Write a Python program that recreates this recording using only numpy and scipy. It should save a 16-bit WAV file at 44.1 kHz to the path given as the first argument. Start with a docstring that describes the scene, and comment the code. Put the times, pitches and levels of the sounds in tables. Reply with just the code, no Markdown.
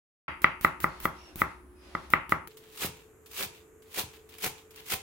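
"""Garlic and green onions on a chopping board

Close stereo microphone on a thick wooden board in a small, live kitchen; an appliance hums behind.
First a chef's knife slices garlic: the edge bites, hisses through the clove and knocks on the board.
Then a second scene in the same room: slower strokes crunch through green onions and land softly."""
import sys
import numpy as np
from scipy import signal
from scipy.fft import rfft, irfft
from scipy.io import wavfile

SR = 44100
rng = np.random.default_rng(int(sys.argv[2]) if len(sys.argv) > 2 else 0)


def persist_wave(psi):
    """Save psi, clipped to +-1, as 16-bit WAV."""
    counts = np.round(np.clip(psi, -1, 1) * 32767).astype(np.int16)
    wavfile.write(sys.argv[1], SR, np.atleast_2d(counts).T)


N = 221626
TIME = np.arange(N) / SR
FREQS = np.maximum(np.fft.rfftfreq(N, 1 / SR), 1)
OPEN_S, ONIONS_S = .281, 2.485   # where each scene begins

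# edge meeting the board: time_s, level_db, contact_s, wet_tick_db
BOARD_KNOCKS = [(.244, -3, 0.000018, -37.5), (0.4436, -1.5, 0.000024, -49), (0.6473, 0.5, 0.000094, -21.5),
                (0.8424, -1.5, .00012, -33), (1.0543, -3, .00013, -25), (1.4177, -2.5, 0.0001, -30),
                (1.9507, -8, 0.00013, -56), (2.136, -1, 0.000061, -36), (2.3218, -1, 0.00011, -46)]
# strokes through the onions: crest_s, hold_s, crunch_db, swell_db_per_s, rumble_db
ONION_STROKES = [(2.839, 0.039, -33, 280, -39.5), (3.411, 0.045, -32, 304, -40),
                 (3.99, 0.032, -31.5, 374.5, -40.5), (4.456, 0.028, -30.5, 432, -36),
                 (4.927, 0.021, -29, 403, -37.5)]
# board with the knife on it: pitch_hz, level_db, t60_s, side_db (left and right in opposition)
BOARD_MODES = [(139, -21, 0.026, -42), (382, -29.5, 0.057, -33.5), (440, -31.5, 0.0083, -14.5),
               (612, -14, 0.0075, -25), (835.6, -20.5, 0.03, -39.5), (844, -51.5, 0.1, -32),
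               (907.6, -39.5, 0.21, -49.5), (1239, 2.5, 0.012, -27), (1358.4, 3.5, 0.007, -13.5),
               (1864, -5.5, 0.0088, -1.5), (1951, 1.7, 0.015, -11), (2133, 2, 0.0058, -16.5),
               (2793, -48.5, 0.0041, -6), (3240, -35, 0.032, -27), (3803, -34, .015, -34),
               (4680, -36.5, .02, -30.5)]
# board on its worktop: pitch_hz, level_db, t60_s
WORKTOP_MODES = [(60, -22, 0.3), (73.5, -4, 0.26), (140.4, 5, 0.021)]
# spectra of garlic and onion being cut: frequency_hz, density_db
GARLIC_SPECTRUM = [(100, 15), (250, 8), (600, -4), (1300, 6), (2500, 2.5), (5000, -4), (8000, -5),
                   (12000, 1.5), (15500, 4.5)]
ONION_SPECTRUM = [(200, -30), (500, -13.5), (1000, -1), (1600, -5), (2400, 2), (3700, 0), (5500, -2),
                  (8000, -3.5), (11000, -2.5), (15500, -1.5)]


def from_db(db):
    """Decibels to gain."""
    return 10 ** (np.asarray(db) / 20)


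def rms_one(x):
    """Scale to unit power."""
    return x / np.sqrt(np.mean(x ** 2) + 1e-20)


def at_hz(points, hz):
    """Read a table on a log-frequency axis."""
    points = np.array(points)
    return np.interp(np.log(hz), np.log(points[:, 0]), points[:, 1])


def dying(start, t60):
    """Envelope that jumps to 1 and falls by 60 dB in t60."""
    return (TIME >= start) * np.exp(-np.log(1000) * np.clip((TIME - start) / t60, 0, 10))


def held_db(start, end, rise_db_per_s, fall_db_per_s):
    """Level that rises to 0 dB at start, holds until end and falls away."""
    return -np.clip(np.maximum((start - TIME) * rise_db_per_s, (TIME - end) * fall_db_per_s), 0, 120)


def white():
    """Two unrelated white noises."""
    return rng.standard_normal((2, N))


def widen(pair):
    """Two unrelated spectra become left and right, alike in the bass and apart in the treble."""
    # likeness of the microphone's two sides: frequency_hz, correlation
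    likeness = [(40, 1), (200, 0.8), (600, 0.57), (1500, 0.29), (3000, 0.066), (8000, .2), (15000, .05)]
    alike = np.clip(at_hz(likeness, FREQS), -1, 1)
    return np.sqrt(1 + alike) * pair[0] + np.sqrt(1 - alike) * pair[1] * [[1], [-1]]


def place(x, pan_db, lag_s):
    """A point source: the microphone's left side hears it a little louder and later."""
    return np.array([np.interp(TIME - lag_s, TIME, x) * from_db(pan_db / 2), x * from_db(-pan_db / 2)])


def coloured(spectrum, source):
    """Give a pair of white signals a spectrum and a stereo image; rms 1."""
    return rms_one(irfft(widen(rfft(source)) * from_db(at_hz(spectrum, FREQS)), N))


def resonance(hz, width_hz, db):
    """Noise sounding in one resonance."""
    shape = 1 / (1 + 1j * (FREQS ** 2 - hz ** 2) / (FREQS * width_hz))
    return from_db(db) * rms_one(irfft(widen(rfft(white())) * shape, N))


def push(s, db, contact_s):
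    """A bell-shaped force; the longer the contact, the duller the blow."""
    bell = np.exp(-.5 * np.minimum(np.abs(TIME - s) / contact_s, 10) ** 2)
    return from_db(db) * bell / bell.sum()


def strike(force, modes):
    """A force rings the modes of a body; neighbouring modes move in opposite directions."""
    out = np.zeros(N)
    for k, (hz, db, t60, *_) in enumerate(modes):
        radius = np.exp(-np.log(1000) / (t60 * SR))
        angle = 2 * np.pi * hz / SR
        feedback = [1, -2 * radius * np.cos(angle), radius * radius]
        out += (-1) ** k * from_db(db) * signal.lfilter([0, np.sin(angle)], feedback, force + 1e-18)
    return out


def bursts(per_s, spread_db):
    """Plant cells burst at random moments, each with a random strength."""
    sizes = from_db(spread_db * np.minimum(rng.exponential(1, N), np.pi))
    return (rng.random(N) < per_s / SR) * sizes * white()


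def pops(per_s, cycles, low_hz, high_hz, count=16):
    """Each hollow stalk pops at its own pitch and rings for a few cycles; rms 1."""
    clicks = bursts(per_s, spread_db=-2.5)
    stalk = rng.integers(0, count, N)
    rings = sum(signal.lfilter(*signal.iirpeak(hz, cycles, fs=SR), clicks * (stalk == k) + 1e-18)
                for k, hz in enumerate(np.geomspace(low_hz, high_hz, count)))
    return rms_one(irfft(widen(rfft(rings)), N))


def clumps(per_s, depth_db):
    """Gain that jumps about as the edge passes from one stalk to the next."""
    wander = np.interp(TIME * per_s, np.arange(N), rng.standard_normal(N))
    return rms_one(from_db(depth_db * np.clip(wander, -2, 2)))


def room_tone(spectrum, db):
    """The kitchen's steady low rush and faint hiss."""
    return from_db(db) * coloured(spectrum, white())


def hum(hz, db, width_hz, whir_db):
    """A motor's steady tone inside the whir of its housing."""
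    return from_db(db) * np.sqrt(2) * np.sin(2 * np.pi * hz * TIME) + resonance(hz, width_hz, db + whir_db)


def kitchen(direct, first_echo_s=0.0035, build_s=0.00046):
    """Near walls add dense echoes that die away at their own rate in each band."""
    # reverberation: band_hz, echo_db, t60_s
    bands = [(70, -7.5, 0.27), (203.3, -11.5, 0.41), (577.4, -9.5, 0.29), (914, -4.5, 0.37),
             (1220, -14, 0.38), (1700, -10.5, 0.36), (1915, -15.5, 0.32), (2600, -10.5, .42),
             (4000, -9.5, 0.26), (7000, -10, .4), (14000, -6.5, 0.1)]
    log_centres = np.log([hz for hz, *_ in bands])
    echoes = widen(rfft(white()))
    onset = 1 - np.exp(-np.clip((TIME - first_echo_s) / build_s, 0, 20))
    response = 0
    for (hz, db, t60), weights in zip(bands, np.eye(len(bands))):
        band = irfft(echoes * np.interp(np.log(FREQS), log_centres, weights), N)
        fade = onset * dying(0, t60)
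        response += from_db(db) * band * fade / np.sqrt(np.sum(fade ** 2))
    return direct + signal.fftconvolve(direct, response[:, :SR], axes=1)[:, :N]


def blade_rub(squeak_s=0.11, width_hz=50, octave_db=1):
    """The wet flat of the blade whispers along knuckles and garlic, with a few faint squeaks."""
    # slides: start_s, end_s, level_db
    slides = [(.89, 1.03, -56), (1.163, 1.3, -58), (1.436, 1.516, -59.5), (1.843, 1.9, -59),
              (1.96, 2.06, -56)]
    # the blade sticks and slips: start_s, pitch_hz, level_db
    slips = [(.89, 2170, -68), (1.19, 2770, -62.5), (1.79, 2523, -71.5)]
    friction = sum(from_db(db + held_db(start, end, rise_db_per_s=223.5, fall_db_per_s=171))
                   for start, end, db in slides)
    squeaks = 0
    for s, hz, db in slips:
        tone = resonance(hz, width_hz, db) + resonance(2 * hz, width_hz, db + octave_db)
        squeaks += tone * from_db(held_db(s, s + squeak_s, rise_db_per_s=450, fall_db_per_s=450))
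    # friction noise: frequency_hz, density_db
    rub_spectrum = [(100, -5), (500, 1), (1200, -2.5), (2200, -3.5), (4000, -6.5), (8000, -18),
                    (15500, -29)]
    return friction * coloured(rub_spectrum, white()) + squeaks


def leaves(tear_s=.003, brush_t60_s=0.084, build_s=0.074, lift_after_s=0.16, release_db_per_s=190):
    """The bunch rustles from the blade's first touch until it lifts out; single leaves tear and hiss."""
    # single leaves snap: start_s, level_db, t60_s
    snaps = [(3.312, -40, 0.05), (4.383, -36, 0.032), (4.758, -39.5, .04)]
    # the edge touches the bunch before each stroke: start_s, brush_db, rustle_db
    touches = [(2.569, -44.5, -59), (3.259, -46, -65), (3.82, -54, -64), (4.289, -48, -69),
               (4.706, -48, -64)]
    # leaves and cut pieces shift under the hand: peak_s, level_db
    shifts = [(2.512, -57), (3.572, -55.5), (4.16, -54.5), (4.335, -51), (4.58, -55), (4.79, -48.5)]
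    # rustling leaves: frequency_hz, density_db
    leaf_spectrum = [(200, -32), (900, 6), (1500, 4.5), (2400, 9), (3600, 7.5), (5500, -0.5), (9000, -4),
                     (15500, 0)]
    tears = snaps + [(s, brush_db, brush_t60_s) for s, brush_db, _ in touches]
    tearing = sum(from_db(db) * dying(s, t60) * np.clip((TIME - s) / tear_s, 0, 1) for s, db, t60 in tears)
    rustling = sum(from_db(db + held_db(s, s, rise_db_per_s=378, fall_db_per_s=378)) for s, db in shifts)
    for (s, _, rustle_db), (crest, *_) in zip(touches, ONION_STROKES):
        building = np.clip((TIME - s) / build_s, 0, 1)
        lifted_s = np.maximum(TIME - crest - lift_after_s, 0)
        rustling += building * from_db(rustle_db - release_db_per_s * lifted_s)
    crackle = from_db(-11) * pops(per_s=250, cycles=9, low_hz=1800, high_hz=4200)
    hiss = coloured(ONION_SPECTRUM, white())
    rustle = coloured(leaf_spectrum, bursts(per_s=7900, spread_db=8))
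    return tearing * hiss + rustling * (crackle + rustle)


def landings():
    """Cushioned by the stalks, the knife gives a dull knock and nudges the board on its worktop."""
    # the edge settles on the board: time_s, thud_db, knock_db
    contacts = [(2.847, -43, -6), (2.871, -41.5, -13.5), (3.463, -41, -33), (4.037, -38, -21),
                (4.466, -49, -10), (4.937, -39, -21)]
    thud = sum(push(s, db, contact_s=0.00088) for s, db, _ in contacts)
    knock = sum(push(s, db, contact_s=0.00031) for s, _, db in contacts)
    return place(strike(thud, WORKTOP_MODES) + strike(knock, BOARD_MODES), pan_db=2, lag_s=.00002)


def stalk_cracks(ring_t60_s=0.006, tear_db=-7):
    """A thick stalk gives way: its skin tears and the hollow tube rings briefly."""
    # cracks near the height of a stroke: time_s, level_db, pitch_hz
    cracks = [(2.8345, -21, 2400), (3.39, -32, 2600), (4.4442, -24.5, 2860), (4.462, -22, 2300),
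              (4.9268, -23, 2400), (4.9359, -19.5, 2420)]
    rings = sum(strike(push(s, db, contact_s=.00003), [(hz, 0, ring_t60_s)]) for s, db, hz in cracks)
    tears = sum(from_db(db + tear_db) * dying(s, t60=0.015) for s, db, _ in cracks)
    return rings + tears * coloured(ONION_SPECTRUM, white())


def onions(pops_db=-8.5, pop_steepness=1.2, rumble_lag_s=0.0053, rumble_steepness=2):
    """Cells burst under the edge; at the height of a stroke whole stalks pop and shake the board."""
    # the shaken board: frequency_hz, density_db
    rumble_spectrum = [(40, -13), (95, -5), (135, -13.5), (190, 2.5), (260, -8.5), (370, 2), (520, -2),
                       (650, -9), (790, -1.5), (1100, -12), (2400, -4), (5000, -74)]
    crunching, popping, shaking = np.zeros((3, N))
    for crest, hold, db, swell, rumble_db in ONION_STROKES:
        # pressure lets go fast once the stalks are through
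        pressure_db = held_db(crest - hold / 2, crest + hold / 2, swell, fall_db_per_s=615)
        crunching += from_db(db + pressure_db)
        popping += from_db(db + pops_db + pop_steepness * pressure_db)
        lagged_db = np.interp(TIME - rumble_lag_s, TIME, pressure_db)
        shaking += from_db(rumble_db + rumble_steepness * lagged_db)
    cells = coloured(ONION_SPECTRUM, bursts(per_s=20000, spread_db=2.2))
    stalks = pops(per_s=1200, cycles=12, low_hz=1200, high_hz=4000)
    uneven = clumps(per_s=260, depth_db=2.8)
    rumble = coloured(rumble_spectrum, bursts(per_s=2500, spread_db=7))
    return uneven * (crunching * cells + popping * stalks) + shaking * rumble


def garlic(skin_db=-32.5, sink_db_per_s=322, sink_s=0.048):
    """The clove bumps the board, its skin snaps, and the flesh hisses louder as the blade sinks in."""
    # the edge enters a clove: entry_s, first_hiss_db, bump_db
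    slices = [(.419, -47.5, -34), (.611, -47, -30.5), (.803, -46.5, -42), (1.002, -51.5, -36),
              (1.358, -50.5, -11.5), (2.103, -50, -17.5), (2.294, -46, -25.5), (2.474, -56, -31)]
    cutting, force = np.zeros((2, N))
    for entry, hiss_db, bump_db in slices:
        end = min([s for s, *_ in BOARD_KNOCKS if s > entry] + [ONIONS_S])
        sinking_db = sink_db_per_s * np.clip(TIME - entry, 0, sink_s)
        cutting += (TIME >= entry) * (TIME < end) * from_db(hiss_db + sinking_db)
        cutting += from_db(skin_db) * dying(entry, t60=0.014)
        force += push(entry, bump_db, contact_s=0.00062)
    cells = coloured(GARLIC_SPECTRUM, bursts(per_s=31000, spread_db=-2))
    return cutting * cells + strike(force, BOARD_MODES)


def knocks():
    """The edge leaves the clove with a wet tick and cracks on the board; the worktop booms faintly."""
    # steel biting wood: frequency_hz, density_db
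    bite_spectrum = [(1500, -10), (2800, 9.5), (3800, 1), (5000, -8.5), (7000, -15.5), (15000, -29)]
    force = sum(push(s, db, contact_s) for s, db, contact_s, _ in BOARD_KNOCKS)
    ticks = sum(from_db(tick_db) * dying(s, t60=0.016) for s, *_, tick_db in BOARD_KNOCKS)
    bites = sum(from_db(db - 28.5) * dying(s, t60=0.013) for s, db, *_ in BOARD_KNOCKS)
    contact = ticks * coloured(GARLIC_SPECTRUM, white()) + bites * coloured(bite_spectrum, white())
    mid = strike(force, BOARD_MODES)
    side = strike(force, [(hz, side_db, t60) for hz, _, t60, side_db in BOARD_MODES])
    boom = from_db(-37.5) * strike(force, WORKTOP_MODES)
    return place(mid + boom, pan_db=1.6, lag_s=.00001) + side * [[1], [-1]] + contact


def scene():
    """Two scenes in one kitchen: the garlic opens on a dying knock, the onions follow abruptly."""
    # room tone of each scene: frequency_hz, density_db
    garlic_air = [(25, -17.5), (65, 18.5), (110, -8), (200, -5), (300, 4), (500, -14.5), (1200, -9),
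                  (2500, -22.5), (4500, -36), (8000, -28.5), (10800, -18.5), (13000, -33.5), (16000, -31)]
    onion_air = [(25, -8), (70, 9.5), (120, 3), (220, -2.5), (370, 7.5), (600, -13), (1200, -6.5),
                 (2500, -15), (4500, -42), (7000, -12), (10000, -21.5), (13000, -15), (16000, -36)]
    first = kitchen(knocks() + garlic() + blade_rub())
    first += room_tone(garlic_air, db=-55)
    first += hum(hz=362, db=-61.5, width_hz=70, whir_db=-3)
    second = kitchen(onions() + stalk_cracks() + landings() + leaves())
    second += room_tone(onion_air, db=-60)
    second += hum(hz=436, db=-60, width_hz=50, whir_db=-4)
    fade_in = np.clip((TIME - OPEN_S) / .002 + .5, 0, 1)
    return np.where(TIME < ONIONS_S, first, second) * fade_in


def record(dry, cutoff_hz=16100):
    """Peaks stop at full scale and the top treble is cut."""
    lowpass = signal.ellip(10, .1, 50, cutoff_hz, fs=SR, output="sos")
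    return signal.sosfiltfilt(lowpass, np.clip(dry, -1, 1))


dry = scene()
out = record(dry)
persist_wave(out)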